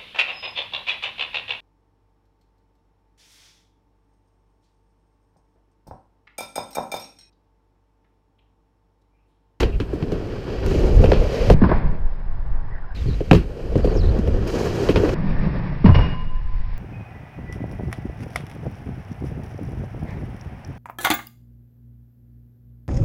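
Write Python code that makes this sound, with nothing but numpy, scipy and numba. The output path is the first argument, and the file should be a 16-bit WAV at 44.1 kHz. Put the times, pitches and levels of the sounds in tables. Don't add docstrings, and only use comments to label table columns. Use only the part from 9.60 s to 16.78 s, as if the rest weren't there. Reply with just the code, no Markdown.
import sys
import numpy as np
from scipy import signal
from scipy.fft import rfft, irfft
from scipy.io import wavfile
from scipy.ndimage import map_coordinates
from numba import njit

SR = 44100
rng = np.random.default_rng(int(sys.argv[2]) if len(sys.argv) > 2 else 0)


def int16_out(signal):
    q = np.round(np.clip(np.atleast_2d(signal).T, -1, 1) * 32767)
    wavfile.write(sys.argv[1], SR, q.astype(np.int16))


N = 316638

# start in seconds, speed as a ratio, time skipped in seconds.
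STRETCHES = [(0, 1, 0), (1.0635, 1, .2), (1.942, .357, 0), (3.348, 1, 0), (4.876, 1, .2), (5.544, .373, 0)]
# time in seconds, sheet drumming in dB, wheel hiss in dB.
ROLL_LEVELS = [
    [(0.0, -21, -32), (0.088, -32.5, -54), (0.182, -43.5, -56), (0.318, -34.5, -51.5),
     (0.496, -30.5, -48.5), (0.842, -32, -46.5), (1.062, -28.5, -42)],
    [(1.065, -27, -40), (1.207, -22.5, -41), (1.323, -23.5, -42.5), (1.461, -25.5, -43),
     (1.607, -24.5, -41.5), (1.753, -27.5, -37.5), (1.94, -26, -36.5)],
    [(3.35, -42, -47), (3.404, -48, -48.5), (3.562, -44.5, -49), (3.896, -38.5, -55), (4.074, -33, -51),
     (4.304, -29.5, -48), (4.67, -29.5, -49), (4.874, -27.5, -45.5)],
    [(4.878, -32.5, -43), (4.934, -23, -40), (5.064, -24, -39), (5.32, -25, -41.5), (5.378, -20, -42),
     (5.496, -22, -39.5), (5.542, -25, -39.5)],
    [(1.946, -16.5, -38), (2.046, -32, -44), (2.104, -25, -29.5), (2.334, -27.5, -41.5), (2.47, -45, -47.5),
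     (2.568, -44.5, -48), (2.942, -41.5, -46.5), (3.188, -45.5, -48.5), (3.345, -43, -44.5)],
    [(5.548, -26, -39), (5.842, -25, -38), (6.06, -25, -38.5), (6.302, -32.5, -47.5), (6.416, -27, -35),
     (6.534, -32, -42), (6.656, -36.5, -50), (6.824, -44.5, -52), (7.18, -44, -50.5)],
]
# sheet
# resonance in Hz, boom over drumming in dB, growl over hiss in dB, grit over hiss in dB.
ROLL_BALANCE = [(0, (384, -1.5, 2, -17), (373, -0.5, 2.5, -16.5)), (1.064, (370, 0.5, -1, -8),
                (500.5, -2, -2, -12.5)), (1.944, (420, -2, 3.5, -10.5), (289.5, 1, -3.5, -23)),
                (3.348, (434, -6, 0, -11), (389.5, 0.5, 2.5, -13.5)), (4.875, (360, -4.5, -1.5, -5.5),
                (386, -1, 4, -8)), (5.544, (425.5, -4, 3, -9), (313.5, 2, -4, -2.5))]
# frequency in Hz, spectral density in dB.
BOOM_SPECTRUM = [(50, -28), (90, -1), (140, -1.5), (230, -6), (400, -10), (800, -81.5)]
GROWL_SPECTRUM = [(410, -43.5), (700, 1), (758, -5), (1030, -2), (1150, -2.5), (1280, -3), (2000, -3),
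                  (2600, -38.5), (4400, -120)]
HISS_SPECTRUM = [(1120, -29.5), (1900, 7), (2710, 3), (3250, 1), (3510, -6), (4050, -4), (4860, -3),
                 (5820, -11.5), (6370, -16), (8000, -26.5), (10400, -53.5), (17600, -120)]
GRIT_SPECTRUM = [(3820, -6), (6500, -6.5), (8410, -18), (9250, -17), (11300, -21), (12800, -19.5),
                 (14700, -24), (15500, -28)]
WIND_SPECTRUM = [(10, -6.5), (18, -1), (30, 1), (60, -0.5), (120, -13.5), (250, -24), (600, -49),
                 (1500, -80)]
SELF_NOISE_SPECTRUM = [(4410, -30.5), (7500, -6.5), (9640, -10.5), (13700, -14.5), (14500, -7.5),
                       (15300, -29.5)]
CRACK_SPECTRUM = [(410, -29), (700, -4), (942, -0.5), (1350, -6), (1780, -5), (2040, -9), (2770, -3),
                  (3230, -8.5), (3560, -15.5), (4340, -13), (6000, -26.5), (7800, -68), (13200, -120)]
# time in seconds, level in dB.
WIND_LEVELS = [(0, -11.5), (.12, -20.5), (.4, -36), (.69, -26), (.87, -35), (1.06, -21), (1.07, -14),
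               (1.18, -19.5), (1.4, -7.5), (1.52, -18), (1.61, -9.5), (1.73, -27.5), (1.94, -5.5),
               (2.05, -22.5), (2.23, -11.5), (2.36, -17.5), (2.46, -15), (2.55, -26), (2.75, -15),
               (2.95, -12.5), (3.17, -26), (3.35, -27.5), (3.5, -16.5), (3.7, -25.5), (3.76, -15.5),
               (3.98, -38.5), (4.07, -21), (4.19, -22), (4.3, -21), (4.5, -13.5), (4.61, -19),
               (4.76, -15.5), (4.88, -28.5), (5.22, -35), (5.31, -19), (5.55, -24.5), (5.79, -14),
               (5.93, -25), (6.22, -28), (6.32, -8.5), (6.45, -24.5), (6.8, -17), (6.92, -19), (7.1, -17),
               (7.18, -30)]
# start in seconds, drumming in dB, nominal pitch as heard in Hz,
# thump in dB, crack in dB, treble in dB, T60 of the tail in seconds.
IMPACTS = [(.004, -16, 328, -23, -19.5, -26.5, 0.26), (.031, -8.5, 426, -15, -20.5, -49, 0.04),
           (.201, -12, 343, -15.5, -24, -41, 0.11), (.331, -12, 342, -24, -48, -60, 0.11),
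           (.425, -16.5, 300, -13, -31.5, -59, 0.071), (.471, -30, 261, -19, -54, -63, .06),
           (.519, -14.5, 400, -15.5, -33.5, -41, 0.13), (1.146, -12, 365, -40, -31, -46, 0.11),
           (1.44, -4.5, 490, -7.5, -23, -52, 0.085), (1.457, -27, 395, -29, -27.5, -51, 0.15),
           (1.518, -1, 510, -0.5, -16.5, -54, 0.037), (1.532, -36, 260, -17, -21, -55, 0.27),
           (1.9, 3.5, 462, -2.5, -15.5, -29, 0.093), (2.017, -0.5, 206, -7.5, -18, -35.5, 0.11),
           (2.038, -9, 188.5, -18, -15, -33.5, 0.037), (2.093, -25, 208, -26, -16.5, -36, 0.03),
           (2.115, -11, 165, -14, -11.5, -44, 0.046), (3.458, -12, 98, -11, -55, -65, 0.033),
           (3.478, -18.5, 107, -14, -56, -70, 0.094), (3.606, -12, 423, -8.5, -37, -60, 0.034),
           (3.712, 3, 508, 9, -7, -39, 0.043), (3.731, -3, 439, -5, -17, -27, 0.098),
           (3.748, -10.5, 418, -15.5, -23.5, -34, 0.25), (4.155, -7, 425, -4, -31, -65, 0.062),
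           (4.177, -24, 432, -15, -50, -41, 0.083), (4.245, -6, 430, -12, -29, -54, 0.083),
           (4.273, -9.5, 437, -14, -35, -59, 0.032), (4.359, -11, 410, -21, -53, -53, .04),
           (4.469, -5.5, 62, -29, -60, -68, 0.025), (4.588, -18, 294, -7.5, -39, -42, 0.056),
           (4.675, -12, 460, -11.5, -33, -42, 0.063), (5.288, -14, 424, -21, -18, -47, 0.17),
           (5.291, 0, 353, -12, -33, -50, 0.066), (5.359, -5, 392, -11, -15, -43, .12),
           (5.435, -3.5, 343, -29, -35, -50, 0.022), (5.491, -13, 412, -28, -23, -54, 0.048),
           (6.243, 3.5, 182, 0.5, -24, -33, 0.062), (6.259, -6, 123, -14.5, -14, -23, .12),
           (6.292, -9.5, 75.6, 3, -21.5, -47, 0.05), (6.344, -10, 81, -17, -23, -24, 0.061),
           (6.354, -18, 150, -14, -23, -25.5, 0.091), (6.387, -11, 75.6, -12, -19.5, -38, .05)]
# delay in seconds, gain in dB.
JOIST_ECHOES = [(.0043, -15.5), (.0097, -12), (0.0169, -15.5)]
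# frequency in Hz, level in dB, T60 in seconds.
BOARD_MODES = [(1196, 2.5, 0.006), (1876, -5, 0.0057), (2580, -12, 0.032)]
# start and length
# in seconds, first and last pitch in Hz, level in dB.
SQUEAK_GLIDES = [(.12, 0.042, 2640, 2660, -51), (3.105, 0.127, 1910, 1815, -53.5),
                 (3.14, 0.053, 1660, 1590, -54.5), (3.22, 0.042, 1460, 1430, -53),
                 (3.28, .065, 1650, 1520, -54.5), (3.35, 0.079, 4150, 3470, -54),
                 (3.47, 0.055, 4300, 3900, -53.5), (3.53, .022, 3930, 3880, -53),
                 (4.225, 0.11, 4520, 4430, -54.5), (4.33, .05, 6400, 6400, -62),
                 (4.362, 0.038, 5420, 5140, -49.5), (4.395, .028, 4500, 3830, -52.5),
                 (4.43, 0.044, 4020, 3850, -52.5), (4.48, .025, 3750, 4500, -52),
                 (4.505, 0.0245, 3450, 3380, -54), (5.56, .64, 1800, 1902, -52.5),
                 (6.75, 0.14, 1760, 1710, -58.5)]
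# start in seconds, low modes in dB, upper modes in dB.
COPING_STRIKES = [(2.116, -46, -59.5), (6.256, -32, -41), (6.351, -44, -33), (6.385, -53, -44)]
# frequency in Hz, level in dB, T60 in seconds.
PIPE_MODES = [(2722, 0, .75), (2738, -3, .9), (2768, 0, .28), (7560, -6, .1), (7635, 0, .3), (7668, -2, .4),
              (7705, -4, .2), (7800, -5, .12), (7900, -7, .1), (14440, -16, .15)]


def from_db(db):
    return 10 ** (np.asarray(db) / 20)


def unit_rms(x):
    return x / np.sqrt(np.mean(x ** 2) + 1e-20)


def time_map():
    speed, step = np.ones(N), np.ones(N)
    for start_s, rate, skip_s in STRETCHES:
        first = round(start_s * SR)
        speed[first:] = step[first:] = rate
        step[first] += skip_s * SR
    return speed, np.cumsum(step) - 1


def real_sample(heard_s):
    _, position = time_map()
    return position[np.round(np.asarray(heard_s) * SR).astype(int)].astype(int)


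def in_real_time(rows):
    _, position = time_map()
    heard_s = np.interp(np.arange(N), position, np.arange(N) / SR)
    times, *columns = np.transpose(sorted(rows))
    return [np.interp(heard_s, times, column) for column in columns]


def colour(x, spectrum):
    hz, db = np.transpose(spectrum)
    bin_hz = np.maximum(np.arange(4097) * SR / 8192, 1)
    gain_db = np.interp(np.log(bin_hz), np.log(hz), db, left=db[0] - 20, right=db[-1] - 20)
    cepstrum = irfft(gain_db * np.log(10) / 20)
    fold = np.r_[1, 2 * np.ones(4095), 1, np.zeros(4095)]
    pulse = irfft(np.exp(rfft(cepstrum * fold)))
    return signal.fftconvolve(x, pulse / np.linalg.norm(pulse))[:N]


def noise(spectrum):
    return colour(rng.standard_normal(N), spectrum)


def drift(corner_hz):
    hop = 40
    pole = np.exp(-2 * np.pi * corner_hz * hop / SR)
    slow = signal.lfilter([1], [1, -2 * pole, pole * pole], rng.standard_normal(N // hop + 2002))[2000:]
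    return np.interp(np.arange(N) / hop, np.arange(len(slow)), unit_rms(slow))


def ring(clicks, hz, t60):
    r, w = from_db(-60 / (t60 * SR)), 2 * np.pi * hz / SR
    return signal.lfilter([0, np.sin(w)], [1, -2 * r * np.cos(w), r * r], clicks + 1e-18)


@njit
def resonance(x, hz, width_hz):
    y, r = np.zeros(len(x)), np.exp(-np.pi * width_hz / SR)
    for i in range(2, len(x)):
        y[i] = x[i] - x[i - 2] + 2 * r * np.cos(2 * np.pi * hz[i] / SR) * y[i - 1] - r * r * y[i - 2]
    return y


def roughness(per_s, spread_db):
    sizes = from_db(spread_db * np.minimum(rng.exponential(1, N), 5)) * rng.choice([-1, 1], N)
    return unit_rms(sizes * (rng.random(N) < per_s / SR))


def rolling_balance():
    ends = [row[0] - .003 for row in ROLL_BALANCE[1:]] + [N / SR]
    rows = []
    for (start_s, opening, closing), end_s in zip(ROLL_BALANCE, ends):
        rows += [(start_s, *opening), (end_s, *closing)]
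    return in_real_time(rows)


def rolling():
    drum_db, hiss_db = in_real_time(sum(ROLL_LEVELS, []))
    drum_hz, boom_db, growl_db, grit_db = rolling_balance()
    rolling_lead_db = 15.5
    growl_db += 0.22 * (drum_db - hiss_db - rolling_lead_db)
    bumps, grain = drift(17.6), roughness(per_s=9000, spread_db=1.44)
    boom = noise(BOOM_SPECTRUM) * from_db(drum_db + boom_db + 0.72 * bumps)
    sheet = resonance(roughness(per_s=4000, spread_db=1.6), drum_hz, width_hz=180.0)
    sheet = resonance(sheet, drum_hz, width_hz=280.0)
    drum = unit_rms(sheet) * from_db(drum_db + 2.0 * bumps)
    growl = colour(grain, GROWL_SPECTRUM) * from_db(hiss_db + growl_db + 1.8 * bumps + 1.4 * drift(30))
    hiss = colour(grain, HISS_SPECTRUM) * from_db(hiss_db + bumps + 0.56 * drift(40))
    grit = noise(GRIT_SPECTRUM) * from_db(hiss_db + grit_db + bumps + 1.3 * drift(40))
    return boom + drum + growl + hiss + grit


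def microphone_hiss():
    return noise(SELF_NOISE_SPECTRUM) * from_db(-69.5)


def wind():
    level_db, = in_real_time(WIND_LEVELS)
    pressure = noise(WIND_SPECTRUM) * from_db(level_db + 2.0 * drift(4.3))
    return signal.sosfilt(signal.butter(2, 14.0, "high", fs=SR, output="sos"), pressure)


def knocks():
    touch_rise_s, touch_t60, rattle_share, cycles_to_peak = 0.00052, 0.0093, 0.38, 1.654
    speed, _ = time_map()
    age = np.arange(SR // 2) / SR
    phases = rng.uniform(0, 2 * np.pi, len(IMPACTS))
    wave, touches, thump_gain, sheet_gain, crack_gain, treble_gain = np.zeros((6, N))
    for (start_s, drum_db, heard_hz, thump_db, crack_db, treble_db, t60), phase in zip(IMPACTS, phases):
        first = real_sample(start_s)
        span = slice(first, first + len(age))
        drum_hz = heard_hz / speed[round(start_s * SR)]
        peak_s = cycles_to_peak / drum_hz
        falling_hz = drum_hz * (0.7295 + 0.834 * np.exp(-age / (1.437 * peak_s)))
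        carrier = np.sin(phase + 2 * np.pi * np.cumsum(falling_hz) / SR)
        packet = age / peak_s * np.exp(1 - age / peak_s)
        wave[span] += from_db(drum_db - 4) * packet * carrier
        swell = (1 - np.exp(-age / 0.0061)) * from_db(-60 * age / (1.014 * t60))
        thump_gain[span] += from_db(thump_db + 3) * swell
        sheet_gain[span] += from_db(drum_db - 23) * swell
        snap = from_db(-60 * age / touch_t60) + rattle_share * from_db(-60 * age / t60)
        snap *= 1 - np.exp(-age / touch_rise_s)
        crack_gain[span] += from_db(crack_db + 1) * snap
        treble_gain[span] += from_db(treble_db - 2) * snap * from_db(-60 * age / 0.36)
        touches[first] = from_db(crack_db)
    for delay_s, echo_db in JOIST_ECHOES:
        delay = round(delay_s * SR)
        wave[delay:] += from_db(echo_db) * wave[:-delay]
    sheet = unit_rms(resonance(rng.standard_normal(N), np.full(N, 420.0), width_hz=330.0)) * sheet_gain
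    crack = colour(rng.standard_normal(N) * crack_gain, CRACK_SPECTRUM)
    treble = colour(rng.standard_normal(N) * treble_gain, GRIT_SPECTRUM)
    thump = noise(BOOM_SPECTRUM) * thump_gain
    board = sum(from_db(mode_db) * ring(touches, hz, t60) for hz, mode_db, t60 in BOARD_MODES)
    return wave + thump + sheet + board + crack + treble


def squeaks():
    speed, _ = time_map()
    waver, flutter = 1 + 0.023 * drift(150), unit_rms(.2 + drift(220))
    out = np.zeros(N)
    for start_s, length_s, first_hz, last_hz, level_db in SQUEAK_GLIDES:
        span = slice(*real_sample([start_s, start_s + length_s]))
        progress = np.linspace(0, 1, span.stop - span.start)
        heard_hz = (first_hz + (last_hz - first_hz) * progress) * waver[span]
        tone = np.sin(2 * np.pi * np.cumsum(heard_hz / speed[round(start_s * SR)]) / SR)
        swell = np.abs(np.sin(np.pi * progress)) ** 0.2
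        out[span] += from_db(level_db + 7.5) * swell * flutter[span] * tone
    return out


def coping():
    start_s, low_db, upper_db = np.transpose(COPING_STRIKES)
    out = np.zeros(N)
    for hz, mode_db, t60 in PIPE_MODES:
        strikes = np.zeros(N)
        strikes[real_sample(start_s)] = from_db((low_db if hz < 5000 else upper_db) + mode_db)
        out += ring(strikes, hz, t60)
    return out


def scene():
    return (rolling() + microphone_hiss() + wind() + knocks() + squeaks() + coping())[None]


def record(dry):
    ceiling, cutoff_hz = .99, 15200
    lowpass = signal.ellip(10, .3, 70, cutoff_hz, fs=SR, output="sos")
    saturated = ceiling * np.tanh((np.abs(dry[0]) / ceiling) ** 3) ** (1 / 3) * np.sign(dry[0])
    oversampled = signal.resample_poly(signal.sosfilt(lowpass, saturated), 4, 1, window=("kaiser", 10))
    _, position = time_map()
    heard = map_coordinates(oversampled, [4 * position], order=3)
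    quantisation_noise = from_db(-97) * rng.standard_normal(N)
    return signal.sosfilt(lowpass, heard + quantisation_noise)[None]


dry = scene()
out = record(dry)
int16_out(out)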